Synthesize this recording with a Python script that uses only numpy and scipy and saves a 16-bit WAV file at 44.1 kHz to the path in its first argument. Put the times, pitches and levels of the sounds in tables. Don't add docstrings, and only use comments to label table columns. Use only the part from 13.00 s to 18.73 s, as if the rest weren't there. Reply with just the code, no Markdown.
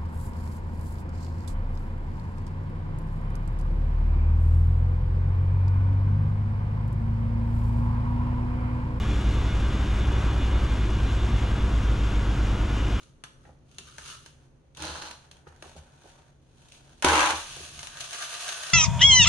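import sys
import numpy as np
from scipy import signal
from scipy.fft import rfft, irfft
from scipy.io import wavfile

SR = 44100
rng = np.random.default_rng(int(sys.argv[2]) if len(sys.argv) > 2 else 0)


def waveform_to_disk(signal):
    frames = np.transpose(np.atleast_2d(signal))
    scaled = np.clip(frames, -1, 1) * 32767
    samples = np.round(scaled).astype(np.int16)
    wavfile.write(sys.argv[1], SR, samples)


N = 252825

# freq_hz, gain_db
CRUNCH_EQ = [(200, -61), (1200, -16), (2200, -3), (2850, 4), (4300, 0.5), (6000, -4), (10000, -5.5)]
# freq_hz, gain_db
SPREAD_EQ = [(120, -43), (300, -17.5), (590, -9), (705, 1.5), (785, -9), (880, -2.5), (1030, -5), (1180, 2),
             (1350, -1), (1580, 2), (1900, -5), (4000, -29.5)]
# freq_hz, gain_db
POUR_EQ = [(200, -24), (400, -18), (560, -7), (660, -11), (760, -2), (860, 4), (1120, 2.5), (1280, -2),
           (1600, -2), (1900, -5.5), (2250, -4.5), (2750, -6), (3300, -10), (5000, -16), (10000, -20)]
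# freq_hz, gain_db
TRAY_EQ = [(30, -37), (58, -11), (69, 1), (78, 11.5), (87, 1.5), (100, -24.5), (150, 0.5), (220, -21.5),
           (500, -110)]


def undb(db):
    return 10 ** (np.asarray(db) / 20)


def unit(x):
    return x / np.sqrt(np.mean(x ** 2))


def convolve(x, response):
    return signal.fftconvolve(np.atleast_2d(x), np.atleast_2d(response), axes=1)[:, :x.shape[-1]]


def colour(x, eq, size=8192):
    hz, db = np.transpose(eq)
    bin_hz = np.arange(size // 2 + 1) * SR / size
    gain = unit(undb(np.interp(np.log(bin_hz + 1), np.log(hz), db)))
    cepstrum = irfft(np.log(gain))[:size // 2]
    cepstrum[1:] *= 2
    return convolve(x, irfft(np.exp(rfft(cepstrum, size))))


def soften(x, top_hz=520):
    return signal.sosfilt(signal.butter(3, top_hz, fs=SR, output="sos"), x + 1e-18)


def burst(t60_s, size):
    x = rng.standard_normal((2, size)) * undb(-60 * np.arange(size) / SR / t60_s)
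    return x / np.linalg.norm(x, axis=1, keepdims=True)


def grains(per_s, spread_db, t60_s, kinds=20):
    out = 0
    for _ in range(kinds):
        sizes = undb(spread_db * np.minimum(rng.exponential(size=N), 3))
        hits = (rng.random(N) < per_s / kinds / SR) * sizes * rng.choice([-1, 1], N)
        out = out + convolve(hits, burst(t60_s, size=1024))
    return unit(out)


def blows(times_s, levels_db, blur_t60_s, tick_t60_s=0.024, tick_db=-2, size=4096):
    out = np.zeros((2, N + size))
    for start_s, db in zip(times_s, levels_db):
        tick = undb(tick_db) * burst(tick_t60_s, size)
        crack = (tick + burst(blur_t60_s, size)) / np.hypot(1, undb(tick_db))
        start = int(start_s * SR)
        out[:, start:start + size] += undb(db) * crack
    return out[:, :N]


def pot(push):
    # pitch_hz, t60_s, level_db
    modes = [(301, .2, -1), (318, .16, -2), (338, .14, -4), (361, .12, -12), (440, .08, -9), (506, .12, -3),
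             (565, .1, -3), (735, .11, -4), (831, .11, 3), (872, .1, 2), (893, .08, -1), (943, .1, 0),
             (1001, .08, -2), (1082, .08, -1), (1116, .11, 1), (1217, .09, -4), (1271, .09, -4),
             (1374, .09, -4), (1632, .08, -7), (1813, .06, -7)]
    t = np.arange(SR // 2) / SR
    ring = 0
    for k, (hz, t60_s, db) in enumerate(modes):
        decay = undb(db - 60 * t / t60_s) / np.sqrt(t60_s)
        ring = ring + (-1) ** k * decay * np.sin(2 * np.pi * hz * t)
    return convolve(push, ring / np.linalg.norm(ring))


def room(x, wet_db, low_hz=350):
    low_cut = signal.butter(2, low_hz, "high", fs=SR, output="sos")
    tail = signal.sosfilt(low_cut, burst(t60_s=0.44, size=32768))
    return x + undb(wet_db) * convolve(x, tail)


def ports(x, alike_hz, bass_share=0.95):
    hz = np.arange(N // 2 + 1) * SR / N
    likeness = bass_share / (1 + (hz / alike_hz) ** 2)
    mid = irfft(rfft(x[0]) * np.sqrt((1 + likeness) / 2), N)
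    side = irfft(rfft(x[1]) * np.sqrt((1 - likeness) / 2), N)
    return np.array([mid + side, mid - side])


def room_tone(rumble_db=-57.5):
    # freq_hz, gain_db
    rumble_eq = [(20, -13), (40, 3.5), (52, -6.5), (72, 3), (100, -5.5), (140, 2), (190, -11), (330, -12),
                 (550, -17), (800, -22), (2000, -32), (10000, -47)]
    # pitch_hz, level_db
    hum = [(134.6, -67.5), (242.2, -73), (306.8, -78), (350, -78), (420, -79), (538.3, -77)]
    # time_s, gain_db
    ride = [(0, 1.5), (3.3, -1), (4.8, 4), (5.2, -5)]
    t = np.arange(N) / SR
    bed = undb(rumble_db) * colour(rng.standard_normal((2, N)), rumble_eq)
    for hz, db in hum:
        bed[0] += undb(db) * np.sqrt(2) * np.sin(2 * np.pi * (hz * t + rng.random()))
    return bed * undb(np.interp(t, *np.transpose(ride)))


def slipping_grit(crunch, grind, grind_eq, crunch_db, grind_db, per_s, spread_db):
    slips = grains(per_s, spread_db, t60_s=0.035)
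    surface = undb(crunch_db) * colour(slips * crunch, CRUNCH_EQ)
    return surface + undb(grind_db) * colour(slips * grind, grind_eq)


def presses(tuck_from_s=1.3, release_s=0.046, resting_db=-86):
    # peak_s, build_s, crunch_db, grind_over_crunch_db
    strokes = [(0.01, 0.19, -58.5, 3.5), (0.48, 0.17, -73, 11), (0.74, 0.04, -64.5, -1),
               (0.881, 0.044, -56.5, 5.5), (1.083, 0.078, -49, 0), (1.121, 0.086, -50.5, 6),
               (1.265, 0.069, -61.5, 0), (1.44, 0.14, -74, 3.5), (2.25, 0.12, -69, 5),
               (2.37, 0.066, -75.5, 12), (2.53, 0.091, -74, 12.5), (2.68, 0.057, -58.5, 0),
               (2.778, 0.076, -62.5, 2), (2.94, 0.24, -71.5, 7.5), (3.1, 0.1, -60.5, 2),
               (3.19, 0.039, -66, 6.5), (3.29, 0.062, -73, 5), (3.63, 0.1, -68, -3),
               (3.755, 0.062, -60, -5.5), (3.921, 0.26, -66, 2.5), (4.0, 0.071, -66, -5)]
    # freq_hz, gain_db
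    pat_eq = [(200, -11.5), (500, -5), (700, -9), (900, -3), (1080, 2), (1230, 8), (1400, 7.5), (1600, -1),
              (2100, -9), (4000, -25.5)]
    # freq_hz, gain_db
    tuck_eq = [(200, -22), (500, 0), (720, 3), (900, 3), (1100, -2.5), (1400, 0.5), (2100, -8.5),
               (4000, -34)]
    t = np.arange(N) / SR
    out = 0
    for from_s, to_s, eq, grind_db in [(0, tuck_from_s, pat_eq, -4), (tuck_from_s, N / SR, tuck_eq, 2)]:
        crunch = grind = undb(resting_db) * ((t >= from_s) & (t < to_s))
        for peak_s, build_s, db, over_db in strokes:
            if from_s <= peak_s < to_s:
                force = np.exp(-np.maximum((peak_s - t) / build_s, (t - peak_s) / release_s))
                crunch = np.hypot(crunch, force * undb(db))
                grind = np.hypot(grind, force * undb(db + over_db))
        out += slipping_grit(crunch, grind, eq, crunch_db=5, grind_db=grind_db, per_s=1100, spread_db=3.8)
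    return out


def spreading(fade_s=0.0048, dig_db_per_s=3.5):
    # time_s, crunch_db
    effort = [(4.349, -38.5), (4.45, -46), (4.621, -45.5), (4.71, -50), (4.84, -48), (4.93, -53.5),
              (5.04, -43.5), (5.09, -48), (5.18, -42.5), (5.45, -42), (5.56, -41.5), (5.73, -41.5)]
    times_s, levels_db = np.transpose(effort)
    t = np.arange(N) / SR
    age = np.maximum(t - times_s[0], 0)
    crunch = np.minimum(age / fade_s, 1) * undb(np.interp(t, times_s, levels_db))
    grind = crunch * undb(dig_db_per_s * age)
    return slipping_grit(crunch, grind, SPREAD_EQ, crunch_db=4, grind_db=-5.5, per_s=2600, spread_db=3.2)


def clumps():
    # peak_s, half_length_s, crunch_db, grind_over_crunch_db
    crumbles = [(2.483, 0.0085, -60, -8), (2.772, 0.0062, -54, -14), (4.301, 0.016, -32.5, -3),
                (4.973, 0.033, -55, 6), (5.011, 0.0042, -36, -16), (5.142, 0.016, -40, -2.5),
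                (5.215, 0.02, -43, 2.5), (5.243, 0.0066, -41, -15), (5.34, 0.026, -41, -3),
                (5.419, 0.014, -38, -16), (5.483, 0.021, -37.5, -1.5), (5.527, 0.0054, -40, -1),
                (5.636, 0.0068, -38.5, 0.5)]
    t = np.arange(N) / SR
    crunch = grind = 0
    for peak_s, half_s, db, over_db in crumbles:
        surge = undb(db) * np.exp(-((t - peak_s) / half_s) ** 2 / 2)
        crunch += surge
        grind += surge * undb(over_db)
    return slipping_grit(crunch, grind, SPREAD_EQ, crunch_db=3, grind_db=1, per_s=1400, spread_db=3.3)


def snaps(body_gain_db=23, edge_gain_db=14):
    # start_s, edge_db, body_db
    cues = [(0.238, -28.5, -38), (0.714, -47.5, -64), (0.784, -25, -44.5), (0.9828, -29, -37),
            (1.261, -34, -48), (1.749, -42, -66), (1.771, -30, -65), (1.823, -23, -61), (1.852, -25, -61),
            (1.956, -46, -38), (2.022, -31, -40), (2.1108, -30, -44.5), (2.313, -34, -54.5),
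            (2.369, -46, -66), (2.562, -48, -59), (2.6242, -32, -43.5), (3.685, -43, -72),
            (3.721, -35.5, -70), (4.0237, -16.5, -28.5), (4.046, -6.5, -31), (4.7919, -25, -42),
            (4.8303, -27.5, -41), (4.8711, -25.5, -40), (4.971, -29, -47), (5.006, -23.5, -39),
            (5.108, -27, -46), (5.2231, -21, -38), (5.49, -17, -36), (5.525, -33, -51), (5.7019, -25, -39)]
    # freq_hz, gain_db
    body_eq = [(200, -10.5), (500, -5), (700, -3), (900, 1), (1100, 0), (1300, 3), (1600, 3.5), (2100, -4),
               (4000, -22)]
    times_s, edge_db, body_db = np.transpose(cues)
    shape = dict(blur_t60_s=0.088, tick_t60_s=0.018, tick_db=2)
    body = blows(times_s, body_db + body_gain_db, **shape)
    edge = blows(times_s, edge_db + edge_gain_db, **shape)
    return colour(body, body_eq) + colour(edge, CRUNCH_EQ)


def knocks(thud_db=16, ring_db=5, boom_db=22):
    # start_s, level_db, tray_over_blow_db, top_hz
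    cues = [(0.452, -40, -3, 2600), (0.475, -43.5, -6, 800), (0.492, -44, -22, 1500),
            (0.787, -35.5, -10, 400), (0.804, -39, -3, 380), (0.985, -46, 1, 2200), (1.799, -40, 3, 450),
            (1.85, -34, 0, 600), (1.903, -38, 2.5, 520), (2.469, -30, -9, 1680), (2.626, -37, -15, 1300),
            (2.642, -37, -19, 1200), (2.656, -32.5, -15, 900), (2.755, -41, -20, 600),
            (2.763, -35.5, 1, 700), (3.041, -38, -10, 745), (3.056, -36, -25, 750),
            (4.046, -5.5, -24, 1430), (4.056, -10, -14, 560), (4.135, -19, -15, 700),
            (4.333, -26.5, -9.5, 750), (4.566, -37.5, -9, 900), (4.605, -36.5, -2.5, 700),
            (4.735, -43, 0, 250)]
    # freq_hz, gain_db
    thud_eq = [(100, -8), (200, -4), (320, 8.5), (550, 6), (800, 6.5), (1050, 0), (1500, 1), (3000, -5),
               (10000, -25)]
    push, tray_load = np.zeros((2, N)), np.zeros((2, N))
    for start_s, db, tray_db, top_hz in cues:
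        push += soften(blows([start_s], [db], blur_t60_s=0.034), top_hz)
        tray_load[0, int(start_s * SR)] = undb(db + tray_db + boom_db)
    return undb(thud_db) * colour(push, thud_eq) + undb(ring_db) * pot(push) + colour(tray_load, TRAY_EQ)


def tumbles(clack_gain_db=17, edge_gain_db=13, ring_db=9, blur_t60_s=0.09):
    # start_s, clack_db, edge_db
    cues = [(4.048, -27, -15), (4.084, -18, -10), (4.108, -20.5, -32), (4.132, -23, -13),
            (4.155, -8.5, -26), (4.177, -10.5, -30), (4.193, -13, -15), (4.205, -10, -18),
            (4.229, -16.5, -22), (4.258, -31, -14), (4.305, -13, -20)]
    times_s, clack_db, edge_db = np.transpose(cues)
    push = blows(times_s, clack_db, blur_t60_s)
    edge = colour(blows(times_s, edge_db + edge_gain_db, blur_t60_s), CRUNCH_EQ)
    return undb(clack_gain_db) * colour(push, POUR_EQ) + undb(ring_db) * pot(push) + edge


def falling_flow(waves, lightening_db_per_s=80, trail_db_per_s=248):
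    t = np.arange(N) / SR
    rattle = weight = 0
    for start_s, swell_s, length_s, db, thinning_db_per_s, weight_db in waves:
        age = np.maximum(t - start_s, 0)
        trail_db = trail_db_per_s * np.maximum(age - length_s, 0)
        flow = np.minimum(age / swell_s, 1) * undb(db - thinning_db_per_s * age - trail_db)
        rattle += flow
        weight += flow * undb(weight_db - lightening_db_per_s * age)
    return rattle, weight


def shower(waves, rattle_eq, clink_db, pot_db, tray_db, rattle_db=1, clink_hz=750):
    rattle, weight = falling_flow(waves)
    stones = grains(per_s=2200, spread_db=3.2, t60_s=0.0088)
    clinks = signal.sosfilt(signal.butter(3, clink_hz, "high", fs=SR, output="sos"), stones * rattle)
    ring = pot(undb(clink_db) * clinks + undb(pot_db) * soften(stones * weight))
    boom = undb(tray_db) * colour(stones * weight, TRAY_EQ)
    return undb(rattle_db) * colour(stones * rattle, rattle_eq) + ring + boom


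def spill():
    # start_s, swell_s, length_s, rattle_db, thinning_db_per_s, weight_over_rattle_db
    waves = [(1.757, 0.076, 0.23, -36.5, 23, 3), (2.015, 0.0032, 0.095, -42.5, 30, -3)]
    # freq_hz, gain_db
    rattle_eq = [(200, -5), (400, -5), (660, -2.5), (880, 5), (1100, 5), (1250, 2), (1480, 4), (1750, -3),
                 (2150, -7), (2700, -1.5), (3200, -2), (3800, -1), (4120, 3.5), (4450, -3), (4900, -1.5),
                 (5300, -6), (10000, -13)]
    return shower(waves, rattle_eq, clink_db=-39, pot_db=1, tray_db=-4.5)


def pour():
    # start_s, swell_s, length_s, rattle_db, thinning_db_per_s, weight_over_rattle_db
    waves = [(4.025, 0.0016, 0.013, -32, 5, -19), (4.043, 0.0018, 0.23, -23.5, 0.85, -7.5),
             (4.285, 0.0087, 0.014, -42.5, 34, 0.5)]
    return shower(waves, POUR_EQ, clink_db=-20, pot_db=9.5, tray_db=-9)


def scene():
    falling = spill() + pour() + tumbles()
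    handling = snaps() + presses() + spreading() + clumps()
    struck = room(falling, wet_db=-4.5) + room(knocks(), wet_db=-2.5)
    wide = room(handling, wet_db=-4.5) + room_tone()
    return ports(struck, alike_hz=1010) + ports(wide, alike_hz=400)


def record(dry, top_hz=15600):
    # freq_hz, gain_db
    microphone_eq = [(4400, -0.5), (5300, -3), (6000, 4.5), (6600, 5.5), (7400, -6), (8300, -1),
                     (9500, 1.5), (10600, -5), (11500, -10), (12200, -24), (15000, -32.5)]
    coloured = undb(-3.5) * colour(dry, microphone_eq)
    return signal.sosfilt(signal.ellip(8, .2, 70, top_hz, fs=SR, output="sos"), coloured)


dry = scene()
out = record(dry)
waveform_to_disk(out)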